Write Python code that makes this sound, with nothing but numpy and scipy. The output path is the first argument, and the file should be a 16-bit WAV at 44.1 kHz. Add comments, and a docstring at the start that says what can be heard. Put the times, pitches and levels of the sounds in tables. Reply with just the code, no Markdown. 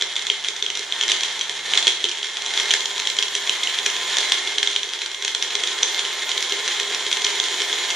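"""A small blender crushes ice on a kitchen counter, a short way from a close pair of microphones.
From the first moment the motor whines, its pitch surging and sagging along a set course, over a faint rumble.
The blade churns slush, filtered noise, and flings chips, random clicks, against the plastic cup.
Large lumps knock at set times and small ones at random: each cracks, rings the cup, thumps the base, sheds chips.
Early on there is little boom from the base; it grows as the ice breaks down. The kitchen rings a little."""
import sys
import numpy as np
from scipy import signal
from scipy.fft import rfft, irfft
from scipy.io import wavfile
from scipy.ndimage import uniform_filter1d, minimum_filter1d

SR = 44100
rng = np.random.default_rng(int(sys.argv[2]) if len(sys.argv) > 2 else 0)


def put_to_file(sound):
    """Save the sound as 16-bit audio at rate SR, in the file named by the first command-line argument."""
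    columns = np.atleast_2d(sound).T  # one column per channel
    safe = np.clip(columns, -1, 1)
    whole_steps = np.round(safe * 32767)
    wavfile.write(sys.argv[1], SR, whole_steps.astype(np.int16))


N = 350991
TIME = np.arange(N) / SR  # seconds

# Resonances of the cup, raised above the colour of what strikes it.
# Each row: frequency in Hz, width in Hz, lift in dB.
CUP_RESONANCES = [(410, 55, 0.5), (903, 77, 6.5), (1069, 29, 2.5), (1826, 130, 4), (2120, 162, 10),
                  (3250, 700, 7.5), (3770, 130, 3), (6140, 820, 5.5), (7010, 260, 7.5), (9700, 570, 2.5)]


def gain_of(db):
    """Turns decibels into amplitude."""
    return 10 ** (np.asarray(db) / 20)


def evened(x):
    """Scales a sound to an rms of one."""
    return x / np.sqrt(np.mean(x ** 2) + 1e-20)


def read(points, hz):
    """Reads a table of frequency and value, interpolating over log frequency."""
    f, value = np.transpose(points)
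    return np.interp(np.log(hz + 1), np.log(f + 1), value)


def curves(rows):
    """Draws each column of a time table as a curve with a value at every sample."""
    seconds, *columns = np.transpose(rows)
    return [np.interp(TIME, seconds, column) for column in columns]


def add(mix, start_s, sound):
    """Mixes a sound in from its start time, cut off at the end of the mix."""
    part = mix[max(round(start_s * SR), 0):][:len(sound)]
    part += sound[:len(part)]


def drift(rate_hz):
    """Makes a slow random wander of unit rms by low-passing noise near rate_hz."""
    hz = np.fft.rfftfreq(N, 1 / SR)
    low_pass = 1 / (1 + (hz / rate_hz) ** 4)
    return evened(irfft(rfft(rng.standard_normal(N)) * low_pass, N))


def colour(x, points, peaks=(), size=4096):
    """Applies a causal filter of unit energy: a broad colour with resonances on top."""
    hz = abs(np.fft.fftfreq(size, 1 / SR))
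    resonances = sum(lift / (1 + (2 * (hz - f) / width) ** 2) for f, width, lift in peaks)
    log_gain = np.log(gain_of(read(points, hz) + resonances))
    # the Hilbert transform supplies the minimum phase
    response = np.exp(np.conj(signal.hilbert(log_gain)))
    taps = np.fft.ifft(response).real[:size // 2]
    return signal.oaconvolve(x, taps / np.linalg.norm(taps))[:N]


def equalise(x, points, share=1):
    """Applies a share of a table of dB gains without delay."""
    gain_db = share * read(points, np.fft.rfftfreq(N, 1 / SR))
    return irfft(rfft(x) * gain_of(gain_db), N)


def clicks(per_s, spread_db, cap):
    """Scatters random impacts of either sign: many small, a few large."""
    size = gain_of(spread_db * np.minimum(rng.exponential(1, N), cap))
    sign = rng.choice([-1, 1], N)
    return size * sign * (rng.random(N) < per_s / SR)


def rumble():
    """A faint steady rumble of motor and house: coloured noise."""
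    # Each row: frequency in Hz, relative level in dB.
    rumble_colour = [(20, -7), (60, -4.5), (90, -14), (120, -5.5), (160, -16), (300, -24), (1000, -51)]
    return gain_of(-72) * evened(colour(rng.standard_normal(N), rumble_colour))


def motor(turns):
    """The shaft hums; armature slots and blade whine at its multiples, wavering as the load flutters."""
    # Loudness of the motor. Each row: time in seconds, whine in dB added to the order levels, shaft hum in dB.
    loudness = [(0, -17, -63), (1, -12, -69), (1.2, -13, -61), (1.95, -11, -59), (2.2, -15, -73),
                (2.65, -5, -64), (4.15, 0, -63), (4.45, -11, -75), (5.1, -11, -81), (5.75, -3, -74),
                (7.96, 0, -71)]
    # Whine of slots and blade. Each row: multiple of the shaft speed, level in dB before the whine's loudness.
    orders = [(3, -53), (6, -41), (10, -53), (12, -51), (20, -44), (40, -39), (50, -49), (60, -56),
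              (70, -56)]
    whine_db, hum_db = curves(loudness)
    whine = np.zeros(N)
    for multiple, db in orders:
        waver = 1 + 0.19 * drift(22)
        phase = 2 * np.pi * multiple * turns + 0.5 * drift(24)
        whine += gain_of(db) * waver * np.sin(phase)
    # the highest line is blurred
    top = orders[-1][0]
    sizzle = gain_of(-63) * drift(92) * np.sin(2 * np.pi * top * turns)
    hum = gain_of(hum_db) * np.sin(2 * np.pi * turns)
    mains_hum = gain_of(-75) * np.sin(2 * np.pi * 120 * TIME)
    return gain_of(whine_db) * (whine + sizzle) + hum + mains_hum


def base(push):
    """The motor base booms on the counter after each push: decaying modes that take a moment to build."""
    # Modes of the base on the counter. Each row: frequency in Hz, relative level in dB, t60 in seconds.
    modes = [(357.8, -9.5, 0.28), (405.6, 4.5, 0.17), (417, -3, 0.028), (482.3, -2.5, 0.14)]
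    t = np.arange(SR // 4) / SR
    ring = sum(gain_of(db - 60 * t / t60) * np.cos(2 * np.pi * hz * t) for hz, db, t60 in modes)
    build_up = 1 - np.exp(-t / .004)
    return signal.oaconvolve(push, ring * build_up)[:N]


def lumps(grind_db):
    """Lists all lumps that hit the cup: large ones as set, small at random, harder when the blade works harder."""
    # Each row: time in seconds, ring of the cup in dB, crack in dB, thump of the base in dB.
    large = [(0.0117, -9, -30, -37), (0.022, -17, -24, -36), (0.164, -11, -26.5, -46),
             (0.2677, -11.5, -30, -50), (0.3, -3, -27, -31), (0.446, -12.5, -35, -50),
             (0.4847, -22, -24.5, -36), (0.625, -10.5, -30, -34.5), (0.6635, -9, -34, -41),
             (0.7016, -13, -30.5, -42), (0.7727, -29, -28, -46), (0.7928, -25, -29, -34.5),
             (0.9233, -12, -31.5, -50), (1.0111, -10.5, -27.5, -43), (1.0355, -11, -26, -38),
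             (1.0805, -18, -25, -45), (1.0976, -19, -24, -37), (1.1175, -5, -21.5, -37),
             (1.2075, -19, -28, -45), (1.2336, -12, -24.5, -41), (1.411, -12, -27.5, -55),
             (1.495, -18, -29, -38), (1.736, -5.5, -24, -47), (1.7749, -3, -18, -53),
             (1.8696, -2, -19.5, -27.5), (1.8782, -1, -18, -38), (2.0416, -8, -25.5, -26.5),
             (2.0527, -9, -33, -31.5), (2.2295, -15, -31, -52), (2.37, -14, -30, -56),
             (2.575, -11, -26, -33.5), (2.599, -8, -28, -43), (2.707, -4, -25, -53), (2.7125, -5, -24, -41),
             (2.7374, -18, -17.5, -30), (2.8567, -19, -26, -40), (2.9988, -15, -24.5, -52),
             (3.0722, -9.5, -26, -53), (3.1004, -12, -25.5, -41), (3.1872, -4, -24, -33.5),
             (3.2256, -13.5, -23.5, -47), (3.3513, -12, -24, -36.5), (3.4946, -4, -25, -35),
             (3.6356, -13, -24, -43), (3.6725, -9, -34, -36), (3.7875, -9.5, -34, -43),
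             (3.8619, -22, -18.5, -34), (4.1689, -7, -21.5, -35), (4.1841, -23, -22, -34),
             (4.3203, 0, -16, -43), (4.5828, -7.5, -24.5, -41), (4.6294, -6.5, -21, -34),
             (4.6736, -6.5, -27.5, -40), (4.7619, -7, -26, -38.5), (4.8314, -27, -29.5, -38),
             (4.9343, -18, -29, -42), (5.0175, -19, -28, -46), (5.0604, -19, -29.5, -50),
             (5.2231, -17, -32, -39), (5.248, -27, -23, -40), (5.2789, -11, -28, -52),
             (5.3483, -13, -24, -44), (5.4248, -12, -23.5, -58), (5.5527, -14, -25, -33),
             (5.6361, -20, -23, -39), (5.8306, -2.5, -19, -43), (5.9928, -18, -25, -45),
             (6.2921, -20, -29, -43), (6.3159, -10, -29.5, -47), (6.3777, -10, -26.5, -38),
             (6.4255, -21, -24, -37), (6.5224, -13, -27, -33.5), (6.6773, -26, -24.5, -32.5),
             (6.7989, -13, -23, -43), (6.9476, -16, -26.5, -34), (7.0658, -13, -32, -35),
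             (7.127, -13, -24, -42), (7.2472, -17, -22.5, -34), (7.2664, -9, -30, -35),
             (7.3995, -13, -25.5, -42), (7.728, -9, -31, -46)]
    per_s, spread_db = 11, 2.5  # how often small lumps strike, how unevenly (either way)
    small_db = np.array([10, -3.5, -18.5])  # their ring, crack and thump against the grinding level
    chance = rng.random((140, 4))
    times = np.cumsum(-np.log(1 - chance[:, 0])) / per_s
    levels = small_db + spread_db * (2 * chance[:, 1:] - 1)
    levels = levels + np.interp(times, TIME, grind_db)[:, None]
    small = np.column_stack([times, levels])
    return np.vstack([large, small])


def showers(hits):
    """Each lump that breaks throws a brief shower of chips, which sets their level here."""
    shower_db, settle_s = -8, 0.036  # level against the lump's crack, time constant
    t = np.arange(SR // 4) / SR
    level = np.zeros(N)
    for start_s, _, crack_db, _ in hits:
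        add(level, start_s, gain_of(crack_db + shower_db) * np.exp(-t / settle_s))
    return level


def churn(turns, grind_db, lumpy, hits):
    """Slush rushes round the cup; chips strike its wall in time with the blade and boom the base."""
    # Colours of slush and of chips. Each row: frequency in Hz, relative level in dB per Hz.
    slush_colour = [(30, -29), (100, -26.5), (150, -23), (220, -9.5), (300, -8.5), (380, 4), (520, -1),
                    (680, 0), (900, 0.5), (1300, 1.5), (2000, -1), (3500, -18.5), (8000, -12.5),
                    (12500, -32.5)]
    chip_colour = [(300, -54.5), (1000, -23.5), (1400, -12.5), (1750, -7), (2650, -10), (3250, -4.5),
                   (4100, -4), (4800, -11), (5500, -11), (6100, -12.5), (6650, -15), (7100, -13),
                   (7900, -20), (9700, -22.5), (12000, -45)]
    # levels in dB against the grinding; slush and boom shift with the share of ice still in lumps
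    fine_db, coarse_db = -2, -9
    slush_db = -9.5 + 0.5 * lumpy
    boom_db = -13.5 - 20 * lumpy
    blade = 1 + 0.16 * np.cos(2 * np.pi * turns) + 0.16 * np.cos(4 * np.pi * turns)

    rush = evened(colour(rng.standard_normal(N), slush_colour, CUP_RESONANCES))
    slush = rush * gain_of(grind_db + slush_db + 0.14 * drift(41))

    patter = evened(colour(clicks(7000, 1.74, 1.63) * blade, chip_colour, CUP_RESONANCES))
    steady_level = gain_of(grind_db + fine_db + 1.93 * drift(30))
    fine = patter * np.hypot(steady_level, showers(hits))

    strikes = clicks(330, 8.2, 2.6) * blade
    coarse = evened(colour(strikes, chip_colour, CUP_RESONANCES)) * gain_of(grind_db + coarse_db)
    boom = evened(base(strikes)) * gain_of(grind_db + boom_db)
    return slush + fine + coarse + boom


def knocks(hits):
    """A lump shatters for a few ms, rings the stiff cup wall and pushes the base."""
    # Colour of the crack. 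Each row: frequency in Hz, relative level in dB per Hz.
    crack_colour = [(80, -37), (250, -16), (800, -10.5), (1800, -1), (3000, 1), (4000, 8), (5000, 0),
                    (6100, 5), (6650, -2.5), (7200, -2), (8000, -7.5), (9700, -14), (13000, -41.5)]
    ring_hz, ring_spread_hz = 3313, 126  # the wall rings a little differently wherever it is struck
    t = np.arange(SR // 40) / SR
    rings, cracks, pushes = np.zeros((3, N))
    swell = (1 - np.exp(-t / .0006)) * np.exp(-t / .0012)
    swell = swell / swell.max()
    shatter = (1 - np.exp(-t / .0005)) * (np.exp(-t / .0014) + .04 * np.exp(-t / .008))
    for start_s, ring_db, crack_db, thump_db in hits:
        splinters, rattle = rng.standard_normal((2, len(t)))
        hz = ring_hz + ring_spread_hz * rng.standard_normal()
        # the lump still presses on the wall and unsettles its ring
        wobble = 0.031 * np.cumsum(uniform_filter1d(rattle, size=30))
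        add(rings, start_s, gain_of(ring_db) * swell * np.sin(2 * np.pi * hz * t + wobble))
        add(cracks, start_s, gain_of(crack_db) * evened(splinters * shatter))
        add(pushes, start_s, gain_of([thump_db]))
    # the cup's rings and cracks carry little below about 300 Hz
    low_cut = signal.butter(2, 300, "high", fs=SR, output="sos")
    cup = signal.sosfilt(low_cut, rings + colour(cracks, crack_colour, CUP_RESONANCES))
    return cup + base(pushes)


def kitchen(x, wet_db):
    """The room adds a few early echoes and a short diffuse tail, different at each microphone."""
    # Decay of the room. Each row: frequency in Hz, t60 in seconds.
    decay = [(150, 1), (1000, 0.28), (4000, 0.42), (12000, 0.31)]
    # Echoes off nearby tubs, cartons and the counter, against the direct sound before the stereo is widened.
    # Each row: delay in seconds, left level in dB, right level in dB.
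    echoes = [(.0012, -12.5, -26), (.0029, -37, -49), (.0113, -18.5, -13), (0.0164, -28, -15),
              (.0212, -52, -29)]
    noise = rng.standard_normal((2, SR // 2))
    hz, t, spectrum = signal.stft(noise, SR, nperseg=256)
    # so close to the blender, the bass below about 700 Hz arrives mostly direct
    bass_cut = (hz / np.hypot(hz, 700))[:, None]
    fade = gain_of(-60 * t / read(decay, hz)[:, None])
    build_up = 1 - np.exp(-t / 0.0038)
    tail = signal.istft(spectrum * bass_cut * fade * build_up, SR, nperseg=256)[1]
    response = gain_of(wet_db) * tail / np.linalg.norm(tail[0])
    response[:, 0] += 1  # direct sound
    for delay_s, left_db, right_db in echoes:
        response[:, round(delay_s * SR)] += gain_of([left_db, right_db])
    return signal.fftconvolve(x[None], response, axes=1)[:, :N]


def scatter(x, size=160):
    """Clutter on the counter smears the sound from the sides: a random ripple over frequency."""
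    noise = np.pad(rng.standard_normal(size), (0, N - size))
    ripple = evened(rfft(np.roll(noise, -size // 2)).imag)
    return irfft(rfft(x) * 1j * ripple, N)


def scene():
    """Sets the blender in its kitchen, before a close pair of microphones."""
    # Shaft speed. Each row: time in seconds, turns per second (a slight drift comes on top).
    shaft_speed = [(0, 166), (.8, 166.5), (1.02, 178), (1.25, 164.5), (2.15, 164), (2.5, 185), (2.72, 168),
                   (3.05, 171.5), (3.35, 169.5), (4.15, 170.5), (4.32, 177), (4.55, 179.5), (4.75, 172),
                   (5.35, 175), (5.65, 172.5), (6.65, 173), (7.2, 170), (7.96, 170.7)]
    # How hard the blade works: it surges when a mass of ice falls in, and eases when it spins free.
    # Each row: time in seconds, reference level of the grinding in dB.
    load = [(0, -30.5), (.8, -32), (1.09, -25.5), (1.35, -28.5), (1.62, -30), (1.75, -22), (1.95, -30),
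            (2.3, -32), (2.6, -23.5), (2.85, -28), (3.3, -29), (3.5, -26.5), (4, -26.5), (4.18, -23),
            (4.55, -27), (4.8, -31), (5.17, -32.5), (5.55, -27.5), (5.82, -25.5), (6.1, -26.5), (6.65, -26),
            (7.96, -24.5)]
    # Stereo width. Each row: frequency in Hz, gain in dB on the side signal.
    width = [(30, -3), (120, -3), (350, -27.5), (900, -14.5), (2500, -12.5), (5000, -11), (8000, -7.5),
             (12000, -6.5)]
    # Stereo balance. Each row: frequency in Hz, gain in dB on the left (a small opposite share on the right).
    balance = [(60, -2), (300, -1.5), (900, -2), (2200, -0.5), (3300, -0.8), (6000, -1.5), (9000, -3.5),
               (12000, 2.5)]
    (speed,) = curves(shaft_speed)
    (grind_db,) = curves(load)
    turns = np.cumsum(speed * (1 + .002 * drift(10))) / SR
    lumpy = np.exp(-TIME / 2.88)  # share of the ice still in lumps
    hits = lumps(grind_db)
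    blender = motor(turns) + churn(turns, grind_db, lumpy, hits) + knocks(hits)
    left, right = kitchen(blender + rumble(), wet_db=-6.5)
    mid = (left + right) / 2
    room_side = (left - right) / 2
    side = equalise(gain_of(-2.5) * scatter(mid) + gain_of(10.5) * room_side, width)
    return np.array([equalise(mid + side, balance, share=1.0),
                     equalise(mid - side, balance, share=-0.13)])


def record(dry):
    """A quick limiter holds peaks at full scale; then a low-pass sets the band limit."""
    allowed = 1 / np.maximum(abs(dry).max(0), 1)
    limited = dry * uniform_filter1d(minimum_filter1d(allowed, size=31), size=31)
    low_pass = signal.firwin(255, 12700, window=("kaiser", 8), fs=SR)
    return signal.oaconvolve(limited, low_pass[None], "same")


dry = scene()
out = record(dry)
put_to_file(out)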